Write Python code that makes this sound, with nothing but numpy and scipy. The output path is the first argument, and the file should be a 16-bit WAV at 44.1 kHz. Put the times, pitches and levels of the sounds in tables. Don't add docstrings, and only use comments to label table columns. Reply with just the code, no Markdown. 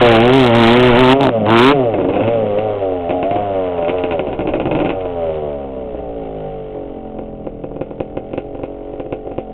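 import sys
import numpy as np
from scipy import signal
from scipy.io import wavfile
from scipy.ndimage import uniform_filter1d

SR = 44100
rng = np.random.default_rng(int(sys.argv[2]) if len(sys.argv) > 2 else 0)


def to_wav(s):
    ch = np.atleast_2d(s).T
    pcm = np.round(np.clip(ch, -1, 1) * 32767)
    wavfile.write(sys.argv[1], SR, pcm.astype(np.int16))


def how_loud(loudness_db):
    steps = np.asarray(loudness_db, float) / 20
    return 10 ** steps


N = 420273
TIME = np.arange(N) / SR
REF_HZ = 92.5
PORT_JITTER_S = .00004
LOADED = .03

# (time [s], level [dB])
WIND_LEVEL = [(0, -27), (.5, -33), (1.0, -22), (1.3, -57), (1.6, -36), (2.0, -41), (3.5, -41.5),
              (4.2, -42.5), (4.5, -31), (5.3, -37), (5.7, -46.5), (6.0, -35.5), (6.4, -42.5), (7.5, -37.5),
              (9.53, -46.5)]
# (time [s], nearness [dB], turn to pipe side [dB], turn to pipe tail [dB])
HEAD_POSE = [(0, 0.5, -7.5, 0), (1.1, 0, -9, 0.5), (1.25, -5.5, -4, 1), (1.45, -0.5, 0, 2),
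             (1.7, -4.5, -3, -5.5), (1.801, -3.5, -2.5, 4.5), (2.05, -2, -4.5, -5), (2.6, -1.5, -10.5, 1.5),
             (3.4, -1, -7.5, 5.5), (4.0, 0.5, -15.5, 4.5), (4.3, 0, -11.5, 0.5), (4.7, -5, 0.5, -4),
             (5.0, -5.5, -14, 4), (5.3, 2, -12.5, -3), (5.7, -3.5, -4.5, 3.5), (6.399, 2, -6, -0.5),
             (7.2, -1, 1, 1), (9.53, -1.5, -2.5, 1)]
# (opening [s], speed [Hz], shutting [s], speed [Hz])
THROTTLE_TWISTS = [(-.1, 126, .03, 121.5), (.17, 110.5, .36, 137.5), (.515, 113.5, .57, 118.5),
                   (.65, 113, .78, 124.5), (.79, 124.5, .86, 126), (.945, 116, .99, 130),
                   (1.07, 126, 1.15, 136.5), (1.155, 136.5, 1.215, 140), (1.35, 112, 1.36, 111.5),
                   (1.44, 102.5, 1.52, 114.5), (1.585, 116, 1.72, 148.5), (2.03, 89, 2.31, 118),
                   (2.52, 101, 2.63, 109.5), (3.075, 83.8, 3.13, 91.5), (3.21, 88.5, 3.255, 97),
                   (3.26, 97, 3.385, 104), (3.85, 83, 3.93, 92.5), (4.0, 89, 4.08, 89),
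                   (4.32, 67.5, 4.33, 67.5), (4.4, 63.5, 4.45, 64), (4.53, 61.5, 4.93, 96.5),
                   (7.7, 40, 8.1, 41.6), (8.18, 41, 8.42, 47), (8.52, 46, 9.2, 47.4), (9.53, 43.4, 9.7, 45)]
# (frequency [Hz], width [Hz], level [dB])
CASE_MODES = [(1040, 190, -1), (1442, 130, 1.5), (1710, 1100, -6.5), (2370, 450, -2), (2564, 260, 0.5),
              (2924, 930, -5.5)]
# (frequency [Hz], width [Hz], level [dB])
PIPE_MODES = [(368, 21, -2.5), (516.2, 22, 7), (594.4, 78, 2), (669.3, 67, -5), (739, 38, -6.5),
              (802, 35, -6), (883, 49, -22.5)]
# (frequency [Hz], width [Hz], level [dB])
LONG_PIPE_MODES = [(93, 23, -7.5), (162.8, 26, -3), (218.3, 45, 3.5), (284.6, 53, 4)]
# (delay [s], share [1])
PIPE_RETURNS = [(.0037, -0.65), (.0071, 0.82), (0.0115, 0.0039), (0.0165, -0.39)]
# (frequency [Hz], width [Hz], level [dB])
COOL_PIPE_MODES = [(360, 29, -8.5), (516, 15, 3.5), (781, 15, -2.5), (910, 60, -27.5)]
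# (delay [s], share [1])
COOL_PIPE_RETURNS = [(.0037, .6), (.0046, -1.5), (.0059, .6), (.0131, -.3), (.0141, .3)]
# (time [s], crack [dB], thump [dB])
IDLE_FIRINGS = [(7.1872, -30, -13.5), (7.4673, -31.5, -11), (7.6382, -31.5, -12), (7.7617, -34, -14.5),
                (7.8114, -22.5, -8.5), (7.9073, -35, -14.5), (8.003, -21, -6.5), (8.1702, -22, -8.5),
                (8.3336, -23, -10), (8.3768, -18.5, -7), (8.5483, -33, -15.5), (8.5907, -39, -15.5),
                (8.634, -21.5, -10), (8.998, -24, -11), (9.1246, -19, -8), (9.3136, -33, -15),
                (9.381, -22, -7.5)]
# (time [s], crack [dB], thump [dB])
HALF_BURNT = [(7.712, -51, -17.5), (8.3095, -41, -24), (8.452, -50, -33), (8.9332, -39, -19),
              (9.0598, -38, -19), (9.241, -52, -31), (9.27, -38, -17)]
# (frequency [Hz], width [Hz], level [dB])
THUMP_MODES = [(140, 91, -14), (310, 67, 1), (356.4, 370, 1.5), (514, 32, 2), (593, 76, 8),
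               (770, 27, -12.5), (870, 60, -25)]
# (frequency [Hz], width [Hz], level [dB])
CRACK_MODES = [(1407, 75, 1.5), (2130, 110, 0.5), (2563, 310, 3), (2900, 1500, -11.5)]
# (time [s], crack [dB], thump [dB])
STRAY_POPS = [(1.939, -15, -2.5), (1.9832, -25, -2.5), (2.0459, -22, -2), (2.2355, -17, -21),
              (2.2775, -12.5, -10), (2.3365, -18, -18), (3.2287, -12.5, -4), (3.311, -14, -5),
              (3.3592, -18, -2.5), (3.7811, -21, -19), (3.8252, -21, -12), (3.8473, -18.5, -39),
              (3.984, -15.5, -24), (4.038, -9.5, -5), (4.1936, -11.5, -4), (4.4541, -32, -6),
              (4.8152, -21, -3), (5.008, -21.5, -34), (5.054, -25, -14.5), (5.946, -40, -13.5),
              (6.75, -55, -18)]
# (time [s], crack [dB], thump [dB], second firing [dB])
DOUBLE_POPS = [(2.0, -25, -8, 2), (2.0878, -16, -1, -5), (2.1255, -22, -13, 5), (2.1457, -22.5, -8, 3),
               (2.1653, -22, -4, -6.5), (2.197, -21, -9, 5), (2.5773, -25.5, -23, 9.5),
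               (3.0938, -17, -5.5, 3.5), (3.8826, -13, -7, 2.5), (4.1101, -12, -10, -0.5),
               (4.2699, -22.5, -9.5, 0), (4.3145, -26, -20, 10), (4.391, -16.5, -4, -2.5),
               (4.4728, -14, -3, -4), (4.5366, -12.5, -1, -7), (4.599, -12.5, -1, -12),
               (4.6555, -16, 1, -6), (4.7123, -12.5, -0.5, -8), (4.7509, -11.5, 0.5, -10),
               (4.7892, -17.5, -8, 4), (4.848, -13.5, -5.5, -2), (4.893, -11, -7, -3.5)]
# (time [s], level [dB])
HARD_KICKS = [
    (1.21, -3),
    (1.2319, -5.5),
    (1.2404, -5),
    (1.2537, -7),
    (1.2697, 4.5),
    (1.2921, -1),
    (1.4648, -12.5),
    (1.493, -3),
]
# (time [s], level [dB])
BLAST_LEVEL = [
    [(0, -2.5), (.22, -3.5), (.3, -10), (.45, -9), (.51, -9.5), (.56, -6), (.7, 0), (.8, -5), (1.135, -3.5)],
    [(1.2, -14), (1.29, -18)],
    [(1.46, -16), (1.52, -5.5), (1.61, -1.5), (1.725, -6)],
    [(2.18, -36.5), (2.29, -18)],
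]
# (frequency [Hz], width [Hz], level [dB])
BLAST_MODES = [(125.6, 11, -14.5), (257.1, 70, 5), (369, 94, -7), (482, 51, -10), (563, 110, -7.5),
               (846, 140, -3), (1060, 480, -9)]


def ring(x, modes, flip=-1, drift_db=0.):
    total = 0
    for k, (hz, width_hz, db) in enumerate(modes):
        gain = flip ** k * how_loud(db + drift_db * walk(3))
        total = total + gain * signal.lfilter(*signal.iirpeak(hz, hz / width_hz, fs=SR), x)
    return total


def unit(x):
    return x / np.sqrt(np.mean(x ** 2))


def even(x):
    power = uniform_filter1d(uniform_filter1d(x ** 2, size=12000), size=12000)
    return x / np.sqrt(power + 1e-12)


def clicks(times_s, sizes):
    place = np.clip(times_s * SR, 0, N - 2)
    at = place.astype(int)
    first = np.bincount(at, sizes * (1 - place + at), N)
    return first + np.bincount(at + 1, sizes * (place - at), N)


def walk(rate_hz):
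    k = int(SR / rate_hz)
    steps = np.repeat(rng.standard_normal(N // k + 1), k)
    return 1.4 * uniform_filter1d(uniform_filter1d(steps, k), k)[:N]


def steep(x, hz, kind):
    return signal.sosfilt(signal.butter(4, hz, kind, fs=SR, output="sos"), x)


def late(x, delay_s):
    lag = int(delay_s * SR)
    return np.concatenate([np.zeros(lag), x[:-lag]])


def decaying_noise(x, decay_s):
    return signal.lfilter([1], [1, -np.exp(-1 / (decay_s * SR))], x) * rng.standard_normal(N)


def turn_clicks(turns, offset, scatter_db, jitter_s):
    chance = rng.standard_normal((1200, 2))
    count = np.arange(1, int(turns[-1]))
    times_s = np.interp(count + offset, turns, TIME) + jitter_s * chance[count, 0]
    return clicks(times_s, how_loud(scatter_db * chance[count, 1]))


def wind():
    rumble = steep(rng.standard_normal(N), 40, "low")
    rumble = rumble + how_loud(-5.5) * steep(rng.standard_normal(N), 160, "low")
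    return unit(rumble) * how_loud(np.interp(TIME, *np.transpose(WIND_LEVEL)) + 0.83 * walk(4.2) + 1.0)


def crank_hz():
    stall_hz, flywheel_s = 34, .03
    s, hz = np.reshape(THROTTLE_TWISTS, (-1, 2)).T
    speed_hz = stall_hz + np.exp(np.interp(TIME, s, np.log(hz - stall_hz)))
    return uniform_filter1d(speed_hz, int(flywheel_s * SR), mode="nearest")


def in_step(turns):
    s = np.transpose(IDLE_FIRINGS)[0]
    at = np.interp(s, TIME, turns)
    whole = np.round(at[0]) + np.concatenate([[0], np.cumsum(np.round(np.diff(at)))])
    return turns + np.interp(TIME, s, whole - at)


def throttle():
    edge_s = .012
    gain = sum(how_loud(np.interp(TIME, *np.transpose(part), left=-99, right=-99)) for part in BLAST_LEVEL)
    return uniform_filter1d(gain, int(edge_s * SR), mode="nearest")


def once_a_turn(turns, octaves, load, near_db):
    climbing = np.clip(uniform_filter1d(np.gradient(octaves) * SR, size=3000), 0, 1) * (load < LOADED)
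    climbing = climbing - 1.1 * uniform_filter1d(1. * (load > LOADED), size=2000)
    level_db = -33.5 + 6 * octaves + 0.29 * near_db - 9.5 * climbing + 0.21 * walk(29)
    return np.sqrt(2) * np.sin(2 * np.pi * turns) * how_loud(level_db)


def rattle(turns, hz):
    gate = 0.58 + np.exp(-(turns % 1) / .25)
    slap = turn_clicks(turns, offset=0.11, scatter_db=-0.5, jitter_s=PORT_JITTER_S / 2)
    slap = how_loud(-6) * np.sqrt(SR / hz) * (hz / 95) ** 2 * slap
    hiss = gate * how_loud(1.1 * walk(30)) * rng.standard_normal(N)
    return unit(ring(slap + hiss, CASE_MODES))


def pumping(turns, hz, side_db, tail_db):
    transfer, trip_s, trip_share = 0.22, .0092, .55
    ports = turn_clicks(turns, 0, scatter_db=1.7, jitter_s=PORT_JITTER_S)
    ports = ports - transfer * turn_clicks(turns, offset=.49, scatter_db=3.9, jitter_s=PORT_JITTER_S)
    ports = ports * np.sqrt(SR / hz / (1 + transfer ** 2))
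    ports = ports + sum(share * late(ports, s) for s, share in PIPE_RETURNS)
    trips = late(ports + trip_share * late(ports, trip_s), trip_s)
    ports = ports + trip_share * np.clip(2 - hz / 45, 0, 1) * trips
    gas = ports + how_loud(-14 + 2.5 * walk(24)) * rng.standard_normal(N)
    short = ring(gas, PIPE_MODES[:2], drift_db=2.43)
    short = short + how_loud(tail_db) * ring(late(gas, .003), PIPE_MODES[2:], drift_db=2.88)
    short = steep(short, 1000, "low")
    long = steep(steep(ring(gas, LONG_PIPE_MODES, drift_db=2.75), 135, "high"), 460, "low")
    return even(short) + how_loud(side_db) * late(even(long), .0055)


def idle_firing(thumps):
    puff = thumps - 0.27 * steep(thumps, 120, "low")
    waves = puff + sum(share * late(puff, s) for s, share in COOL_PIPE_RETURNS)
    waves = waves - how_loud(11) * ring(late(puff, 0.00448), COOL_PIPE_MODES, flip=0.8)
    return how_loud(27.5) * steep(waves, 654, "low")


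def strays(hz):
    s, crack_db, thump_db, second_db = np.transpose(DOUBLE_POPS)
    seconds = [s + 1 / np.interp(s, TIME, hz), crack_db + second_db, thump_db + second_db]
    return np.hstack([np.transpose(STRAY_POPS), [s, crack_db, thump_db], seconds])


def firing(thumps, cracks):
    tail = decaying_noise(thumps, 0.036)
    thumps = thumps - 0.87 * late(thumps, 0.0045) + how_loud(-31.0) * tail
    puff = decaying_noise(cracks, 0.019)
    body = steep(ring(thumps, THUMP_MODES, flip=0.78), 787, "low")
    crack = ring(cracks + how_loud(-27) * puff, CRACK_MODES + CASE_MODES[:1])
    return 0.42 * np.tanh(how_loud(29) * body / 0.46) + how_loud(22.5) * crack


def hard_kicks():
    s, db = np.transpose(HARD_KICKS)
    return how_loud(28.0) * ring(clicks(s, how_loud(db)), THUMP_MODES, flip=0.99)


def loaded(turns, load):
    return load * turn_clicks(turns, offset=.04, scatter_db=1.0, jitter_s=PORT_JITTER_S)


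def blast(run):
    return how_loud(39.5) * steep(ring(run, BLAST_MODES, drift_db=4.0), 1500, "low")


def scene():
    hz, load = crank_hz(), throttle()
    turns = in_step(np.cumsum(hz) / SR)
    octaves = np.log2(hz / REF_HZ)
    s, *columns = np.transpose(HEAD_POSE)
    near_db, side_db, tail_db = (np.interp(TIME, s, c) for c in columns)
    throb = once_a_turn(turns, octaves, load, near_db)
    run = loaded(turns, load)

    pump_db = -17.5 + 12.5 * octaves + near_db
    burning_db = 9 * (uniform_filter1d(run, size=1000) > 1e-5)
    side_db = side_db + 6 * (load > LOADED) - uniform_filter1d(1. * burning_db, size=800)
    pumped = how_loud(pump_db) * pumping(turns, hz, side_db, tail_db)
    hiss = how_loud(pump_db - 22) + how_loud(-17.5) * load
    shaken = hiss * rattle(turns, hz)

    stray_s, crack_db, thump_db = strays(hz)
    idle_s, idle_crack_db, idle_thump_db = np.transpose(IDLE_FIRINGS + HALF_BURNT)
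    cracks = clicks(stray_s, how_loud(crack_db)) + clicks(idle_s, how_loud(idle_crack_db)) + how_loud(-15.5) * run
    fired = firing(clicks(stray_s, how_loud(thump_db)), cracks)
    fired = fired + idle_firing(clicks(idle_s, how_loud(idle_thump_db)))
    return (wind() + throb + shaken + pumped + fired + hard_kicks() + blast(run))[None]


def low_pass(x):
    return signal.sosfilt(signal.butter(12, 15800, fs=SR, output="sos"), x)


def record(dry):
    up, down = 441, 80
    full, drop_share = .66, .14
    slow = signal.resample_poly(dry, down, up, axis=1)
    chance = rng.random((2,) + slow.shape)
    over = np.abs(slow) > full + .1
    entering = over & ~np.roll(over, 1, axis=1)
    dropped = over & (chance[0] < drop_share + .33 * entering)
    held = np.clip(slow, -full, full)
    held = held - dropped * np.sign(slow) * (0.18 + 0.58 * chance[1])
    smooth = signal.firwin(32 * up + 1, 1 / up, window=("kaiser", 9))
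    fast = signal.resample_poly(held, up, down, axis=1, window=smooth)[:, :N]
    fast = np.pad(fast, ((0, 0), (0, N - fast.shape[1])), mode="edge")
    mix = np.clip(fast + 0.0056, -.7, .71)
    return low_pass(mix)


dry = scene()
out = record(dry)
to_wav(out)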